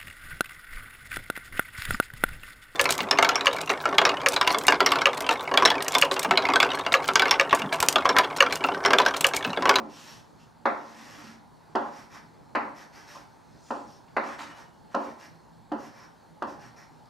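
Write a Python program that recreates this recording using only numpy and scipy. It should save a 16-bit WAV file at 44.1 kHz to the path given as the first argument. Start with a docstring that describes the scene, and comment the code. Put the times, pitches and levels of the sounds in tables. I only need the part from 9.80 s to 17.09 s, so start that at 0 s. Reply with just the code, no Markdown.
"""Chalk knocks on a large wall blackboard in a bare classroom, then rubs short lines, heard a few metres away.
Each landing is a short push that drums the modes of the board, with a faint tick as the tip chips.
Rubbing breaks off random crumbs of dust, which ring the stick and the board; some strokes squeak.
A sleeve brushes past once, as soft noise that swells and fades. The room rings for about half a second
over a steady hum of air and far machinery, made from shaped noise."""
import sys
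import numpy as np
from scipy import signal
from scipy.fft import rfft, irfft, next_fast_len
from scipy.io import wavfile
from scipy.ndimage import uniform_filter1d, map_coordinates

SR = 44100
rng = np.random.default_rng(int(sys.argv[2]) if len(sys.argv) > 2 else 0)


def master(y):
    """Save y as 16-bit WAV."""
    cut = np.clip(np.atleast_2d(y).T, -1, 1)
    pcm = np.round(cut * 32767)  # scale
    wavfile.write(sys.argv[1], SR, pcm.astype(np.int16))


N = 321489  # length in samples

# Landings of the stick: start_s, push_db, contact_ms, drum_db (low boom of the spot that is hit)
LANDINGS = [(-.06, 13, 0.79, 0), (.854, 18.5, .5, -5.5), (1.439, -5, 5.2, 22.5), (1.951, 19, 0.65, -7),
            (2.75, 16, .44, -5), (3.351, -1.5, 0.8, -19), (3.886, -24, .31, 7), (3.905, 13, 0.71, -4),
            (4.278, -26.5, 0.2, -10), (4.365, 16, 0.47, -6.5), (4.59, -8.5, 0.2, -5),
            (5.144, 18, 0.717, -5.5), (5.916, 9.5, 0.67, 2), (6.62, 11.5, 0.67, -2)]
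# Rubbed lines: start_s, length_s, hiss_db, swell_db (start to end),
# then, against the hiss: body_db (board), ring_db (stick)
STROKES = [(0.083, 0.33, -49, 1, -4, -3.5), (0.585, 0.088, -64, -11, -7, -12),
           (0.955, 0.61, -53.5, 9.5, 2.5, -3), (2.114, 0.15, -56, -5, 4, 1),
           (2.295, 0.099, -55.5, 7.5, 9, 3.5), (2.937, .12, -57.5, 7, 6.5, 4),
           (3.121, 0.15, -58, -7, 7, 5.5), (3.259, 0.19, -54, -12, 2.5, -1.2),
           (4.063, 0.13, -64.5, -6, -11, 7.5), (4.413, 0.15, -50.5, 5, 8.5, -10),
           (4.579, .13, -49, -19, 3.5, -16), (4.674, 0.061, -55.5, 6, 8, -9),
           (4.745, 0.1, -56.5, -8, 7.5, -1), (5.108, 0.039, -59, -2, 2, -7), (5.182, .18, -59, -6, 5.5, -4),
           (5.37, .11, -57, 7, 6.5, 2.5), (5.964, .15, -58.5, 4, 4.5, 3.5), (6.114, 0.15, -63, 6, 12, 8),
           (6.661, 0.086, -63, -.6, 6, 11), (6.787, 0.12, -60, -6.5, 6.5, 2.5),
           (6.957, 0.098, -65, -7, 11.5, 10)]
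# Notes of the tip sticking and slipping: start_s, length_s, pitch_hz, level_db
SQUEAKS = [(4.51, .08, 7750, -69), (4.6, .14, 7750, -70), (4.7, .045, 2930, -54), (4.76, .03, 2930, -64),
           (4.82, .17, 2935, -74)]
# Modes of the board: pitch_hz, width_hz, level_db
BOARD_MODES = [(228.5, 31, 9.5), (291.2, 20.7, 13), (376.4, 19, 6.5), (543, 22, 9), (582, 11, 2.5),
               (703.5, 13.5, 6), (829, 8.8, 9.5), (898.4, 9.2, 3), (1030, 47, 5.5), (1270, 9.8, -18),
               (1357, 9, 3), (1740, 8.8, -26), (1820, 56, -3.5), (2017, 43, 4)]
# Lengthwise modes of the chalk: pitch_hz, width_hz, level_db
STICK_MODES = [(5530, 720, 5), (11920, 540, 6)]
# Tone of the knock on the board: frequency_hz, gain_db
KNOCK_TONE = [(60, -30), (150, -35), (195, -15.5), (225, -7.5), (500, -6.5), (900, 0), (1500, -0.5),
              (2400, -2), (3200, -2.5), (4500, -5), (9000, -24), (16000, -28)]
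# Tone of a chipping tip: frequency_hz, gain_db
TICK_TONE = [(1500, -20), (3000, 0.5), (5000, 5), (8000, -9), (16000, -24)]
# Tone of the breaking dust: frequency_hz, gain_db
DUST_TONE = [(1500, -44), (2500, 0.5), (4200, -3), (7000, -7.5), (10500, -16), (13000, -21.5), (14500, -27),
             (15700, -44)]
# Tone of the board's body under a stroke: frequency_hz, gain_db
BODY_TONE = [(120, -72), (300, -7), (500, -7.5), (900, -2.5), (1600, 0), (2400, -7), (3500, -31),
             (6000, -70)]
# Tone of the room's steady noise: frequency_hz, level_db_per_hz
AIR_TONE = [(15, -41), (25, -37), (43, -5.5), (75, -8), (156, -6), (183, -13), (210, -4), (275, -7),
            (423, -11), (898, -14), (1380, -19), (1580, -19.5), (2710, -31), (4280, -29), (15600, -43.5)]
# Narrow swells in the air noise: pitch_hz, width_hz, level_db
HUM_MODES = [(119, 5.1, 6), (163.7, 15.5, 9), (872, 154, 4.5), (4310, 270, -2.5)]
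# Left-right likeness of the air noise: frequency_hz, likeness (1 = same on both sides)
AIR_ALIKE = [(60, 0.42), (180, -0.0), (550, 0.082), (1650, 0.74), (4970, 1), (15000, 0.39)]
# Left-right likeness of the room's tail: frequency_hz, likeness (1 = same on both sides)
ROOM_ALIKE = [(60, 0.13), (180, 0.99), (550, 0.56), (1650, 0.16), (4970, 1), (15000, 0.29)]
# Time the room takes to fade by 60 dB: frequency_hz, fade_s
ROOM_FADE = [(150, 0.67), (400, 0.56), (1000, 0.53), (2800, 0.38), (7000, 0.32), (14000, 0.38)]
# Left side over right side: frequency_hz, difference_db
LEAN = [(100, -1.5), (300, -.5), (900, -0.7), (3000, 0), (10000, 0)]
# Tone of the brushing cloth: frequency_hz, level_db_per_hz
CLOTH_TONE = [(1470, -24), (2500, -8), (2950, -14), (3860, -5), (6130, -3.5), (7080, -7), (7800, -8),
              (10800, -25), (13000, -26)]
# Chips of the tip with no landing: start_s, level_db
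LONE_CHIPS = [(2.092, -50), (7.257, -39)]

AIR_DB = -53.5
TOP_HZ = 15740  # the highest treble, from here up, is left out
UPPER_DB = -0.5  # the board around 1.7 kHz, under every landing
CHIP_DB, CHIP_DELAY_S = -37, .004  # the tip chips as the stick rocks: against the push, after the landing
# The drum follows the body, and is stronger in a long stroke
DRUM_DB, DRUM_PER_BODY, DRUM_DB_PER_S = -15.5, 0.94, 18.5
TOP_DB, TOP_PER_RING = 0.8, 0.43  # the top octave follows the ring of the stick
# The tip creeps after a landing: length, hiss against the push, then body and ring against the hiss
SETTLE_S, SETTLE_DB, SETTLE_BODY_DB, SETTLE_RING_DB = 0.2, -79, 6.5, -12
# The sleeve brushing past: loudest moment, its level, its end; then the rise and fall slopes
BRUSH_S, BRUSH_TOP_DB, BRUSH_END_S = 3.888, -55.5, 4.1
BRUSH_RISE_DB_PER_S, BRUSH_FALL_DB_PER_S = 84, 57
WALL_S, WALL_DB, WALL_HZ = .016, -4.5, 1500  # the facing wall's dulled echo: delay, level, treble limit


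def amp(db):
    """Turn decibels into a plain multiplier."""
    return 10 ** (np.asarray(db) / 20)


def unit(x):
    """Scale a sound to an average (RMS) level of one."""
    return x / np.sqrt(np.mean(x ** 2) + 1e-20)


def along(points, hz):
    """Read a curve of (Hz, value) points on a log frequency axis."""
    f, value = np.transpose(points)
    return np.interp(np.log(hz + 1), np.log(f + 1), value)


def wobble(rate):
    """A smooth random curve through this many random points a second."""
    knots = rng.standard_normal(int(N * rate / SR) + 4)
    return map_coordinates(knots, [np.arange(N) * rate / SR])


def filtered(x, response):
    """Shape a sound by multiplying its spectrum with a response."""
    m = next_fast_len(x.shape[-1] + SR // 4)
    spectrum = rfft(x, m) * response(np.fft.rfftfreq(m, 1 / SR))
    return irfft(spectrum, m)[..., :x.shape[-1]]


def causal(gain):
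    """Give a gain curve the phase that makes its sound start no earlier than its cause."""
    cepstrum = irfft(np.log(gain + 1e-6))
    # fold the part before time zero onto the part after it
    cepstrum[1:len(cepstrum) // 2] *= 2
    cepstrum[len(cepstrum) // 2 + 1:] = 0
    return np.exp(rfft(cepstrum))


def resonances(modes, f, scatter_db=0):
    """Add up damped modes, each at a newly drawn strength if scattered."""
    total = 0
    for pitch, width, db in modes:
        strength = amp(db + scatter_db * rng.normal())
        total = total + strength * 1j * f * width / (pitch * pitch - f * f + 1j * f * width)
    return total


def patchy(x, depth_db, size):
    """Make a sound uneven, with slow random patches of gain in time and frequency."""
    z = signal.stft(x, nperseg=512)[2]
    field = uniform_filter1d(rng.standard_normal(z.shape[-2:]), size=6, axis=0)
    field = uniform_filter1d(field, size=size, axis=1)
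    return signal.istft(z * amp(depth_db * unit(field)), nperseg=512)[1][..., :N]


def spread(pair, alike):
    """Mix two unrelated sounds into a left and right of the given likeness."""
    turn = lambda hz: np.arccos(np.clip(along(alike, hz), -1, 1)) / 2
    mid, side = filtered(pair, lambda hz: np.array([np.cos(turn(hz)), np.sin(turn(hz))]))
    return np.array([mid + side, mid - side])


def room(x, near_db, near_s):
    """A dense near burst from the panel and its wall, once more off the facing wall, then the room's tail."""
    hz, t, z = signal.stft(rng.standard_normal((2, SR)), SR, nperseg=256)
    fade = amp(-60 * t / along(ROOM_FADE, hz)[:, None])
    tail = signal.istft(z * fade, SR, nperseg=256)[1][:, :SR]
    t = np.arange(SR) / SR
    near = amp(near_db - 60 * t / near_s) * rng.standard_normal(SR)
    delay_and_dull = lambda f: np.exp(-2j * np.pi * f * WALL_S) / (1 + 1j * f / WALL_HZ) ** 2
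    near = near + amp(WALL_DB) * filtered(near, delay_and_dull)
    # the tail builds up more slowly than the near burst
    answer = spread(tail, ROOM_ALIKE) * (1 - np.exp(-t / 0.0044)) + near
    answer = answer * (1 - np.exp(-t / 0.0015))
    return signal.fftconvolve(x[None], answer / np.sqrt(SR / 25), axes=1)


def place(out, start_s, sound):
    """Add a sound at its start; one spare second ahead leaves space for starts before zero."""
    out[:, SR + round(start_s * SR):][:, :sound.shape[1]] += sound


def landings():
    """The push is half a sine, so a longer contact is duller; the spot hit sets how much the board drums."""
    out = np.zeros((2, N + 3 * SR))
    blow = np.eye(1, SR // 4)[0]  # a single click
    for start, push_db, contact_ms, drum_db in LANDINGS:
        cycles = lambda f: f * contact_ms / 1000
        push_size = lambda f: np.sinc(cycles(f) - .5) + np.sinc(cycles(f) + .5)
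        push = lambda f: push_size(f) * np.exp(-1j * np.pi * cycles(f))
        upper_db = lambda f: UPPER_DB * np.exp(-((f - 1700) / 550) ** 2)
        spot_db = lambda f: drum_db / (1 + (f / 420) ** 4) + upper_db(f)
        tone = lambda f: causal(amp(along(KNOCK_TONE, f) + spot_db(f)))
        panel = lambda f: tone(f) * (1.5 + resonances(BOARD_MODES, f, scatter_db=0.5))
        knock = filtered(blow, lambda f: push(f) * panel(f))
        place(out, start, amp(push_db) * room(knock, near_db=8.0, near_s=0.063))
    return out[:, SR:SR + N]


def chips():
    """The tip chips with a tiny bright tick, soon after each landing and now and then alone."""
    out = np.zeros((2, N + 3 * SR))
    blow = np.eye(1, SR // 4)[0]
    tick = filtered(blow, lambda f: causal(amp(along(TICK_TONE, f))))
    after_landings = [(start + CHIP_DELAY_S, push_db + CHIP_DB) for start, push_db, *_ in LANDINGS]
    for start, db in LONE_CHIPS + after_landings:
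        place(out, start, amp(db) * room(tick, near_db=23.5, near_s=0.016))
    return out[:, SR:SR + N]


def air():
    """Steady noise of air and far machinery in faint patches, with a few narrow swells in frequency."""
    pair = patchy(rng.standard_normal((2, N)), depth_db=1.5, size=14)
    pair = filtered(pair, lambda f: amp(along(AIR_TONE, f)) * (1 + resonances(HUM_MODES, f)))
    drift_db = .5 * wobble(3)
    return amp(AIR_DB + drift_db) * unit(spread(pair, AIR_ALIKE))


def dust(rate, spread_db):
    """Crumbs of chalk break off at random, rate a second, a few larger than the rest."""
    breaks = rng.random(N) < rate / SR
    sizes = rng.standard_normal(N) * amp(spread_db * rng.exponential(size=N))
    return unit(breaks * sizes)


def stroke_drive():
    """The moving hand sets how hard hiss, body, drum, ring and top are driven, in that order."""
    t = np.arange(N) / SR
    power = np.zeros((5, N))
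    creeps = [(start, SETTLE_S, push_db + SETTLE_DB, 0, SETTLE_BODY_DB, SETTLE_RING_DB)
              for start, push_db, *_ in LANDINGS]
    for start, length, db, swell_db, body_db, ring_db in STROKES + creeps:
        done = np.clip((t - start) / length, 0, 1)
        # the hand speeds up and slows down
        speed = np.abs(np.sin(np.pi * done)) ** 0.64 * amp(db + swell_db * (done - .5))
        drum_db = DRUM_DB + DRUM_PER_BODY * body_db + DRUM_DB_PER_S * length
        top_db = TOP_DB + TOP_PER_RING * ring_db
        power += speed ** 2 * amp([0, body_db, drum_db, ring_db, top_db])[:, None] ** 2
    return np.sqrt(power) * amp(0.78 * wobble(40))  # the tip catches and lets go


def strokes():
    """Breaking dust rings the stick and drives the board's body and its two lowest modes."""
    hiss_drive, body_drive, drum_drive, ring_drive, top_drive = stroke_drive()
    crumbs = patchy(dust(rate=8000, spread_db=1), depth_db=1.5, size=6)
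    force = unit(filtered(crumbs, lambda f: amp(along(DUST_TONE, f))))
    below_top = lambda f: 1 / (1 + (f / 9000) ** 8)
    hiss = filtered(force, below_top)
    ring = filtered(force, lambda f: resonances(STICK_MODES[:1], f))
    top = filtered(force, lambda f: 0.82 * (1 - below_top(f)) + resonances(STICK_MODES[1:], f))
    high = hiss_drive * hiss + ring_drive * ring + top_drive * top

    crumbs = patchy(dust(rate=8000, spread_db=0.5), depth_db=1.0, size=10)
    panel = lambda f: amp(along(BODY_TONE, f)) * (2 + resonances(BOARD_MODES[2:], f))
    body = unit(filtered(crumbs, panel))
    # the two lowest modes are narrow bands of noise
    drum = sum(unit(filtered(rng.standard_normal(N), lambda f: resonances([mode], f) ** 2))
               for mode in BOARD_MODES[:2])
    low = body_drive * body + drum_drive * drum * amp(-2.5)
    low = low + squeaks()  # the squeaks share the low part's room sound

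    high_room = room(high, near_db=-1.5, near_s=0.13)[:, :N]
    low_room = room(low, near_db=1, near_s=0.064)[:, :N]
    return amp(-6) * high + amp(-4.5) * high_room + amp(-4.0) * low + amp(-1.0) * low_room


def sleeve():
    """Cloth slides on cloth: soft patchy hiss that swells and fades."""
    t = np.arange(N) / SR
    rise_db, fall_db = BRUSH_RISE_DB_PER_S * (BRUSH_S - t), BRUSH_FALL_DB_PER_S * (t - BRUSH_S)
    level_db = BRUSH_TOP_DB - np.where(t < BRUSH_S, rise_db, fall_db)
    noise = patchy(rng.standard_normal(N), depth_db=3.5, size=8)
    hiss = unit(filtered(noise, lambda f: amp(along(CLOTH_TONE, f))))
    hiss = hiss * amp(level_db) * np.clip((BRUSH_END_S - t) / .03, 0, 1)
    return amp(-4) * hiss + amp(-4.5) * room(hiss, near_db=-4, near_s=.06)[:, :N]


def squeaks():
    """The tip sticks and slips in a steady rhythm: pure notes of slightly wavering level."""
    t = np.arange(N) / SR
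    out = np.zeros(N)
    for start, length, hz, db in SQUEAKS:
        waver_db = 1.5 * wobble(40)
        swell = np.abs(np.sin(np.pi * np.clip((t - start) / length, 0, 1))) ** .5
        out += amp(db + waver_db) * swell * np.sin(2 * np.pi * hz * t)
    return out


def scene():
    """All the sounds together; the squeaks are inside the strokes."""
    return landings() + chips() + air() + strokes() + sleeve()


def record(dry):
    """Left and right differ a little; the deepest bass and the highest treble are left out."""
    def left_and_right(hz):
        lean = amp(along(LEAN, hz) * np.array([[.5], [-.5]]))
        bass_loss = hz ** 2 / (hz ** 2 + 36 ** 2)
        treble_loss = 1 / np.sqrt(1 + (hz / 14800) ** 16)
        return lean * bass_loss * treble_loss * (hz < TOP_HZ)
    return filtered(dry, left_and_right)


dry = scene()
out = record(dry)
master(out)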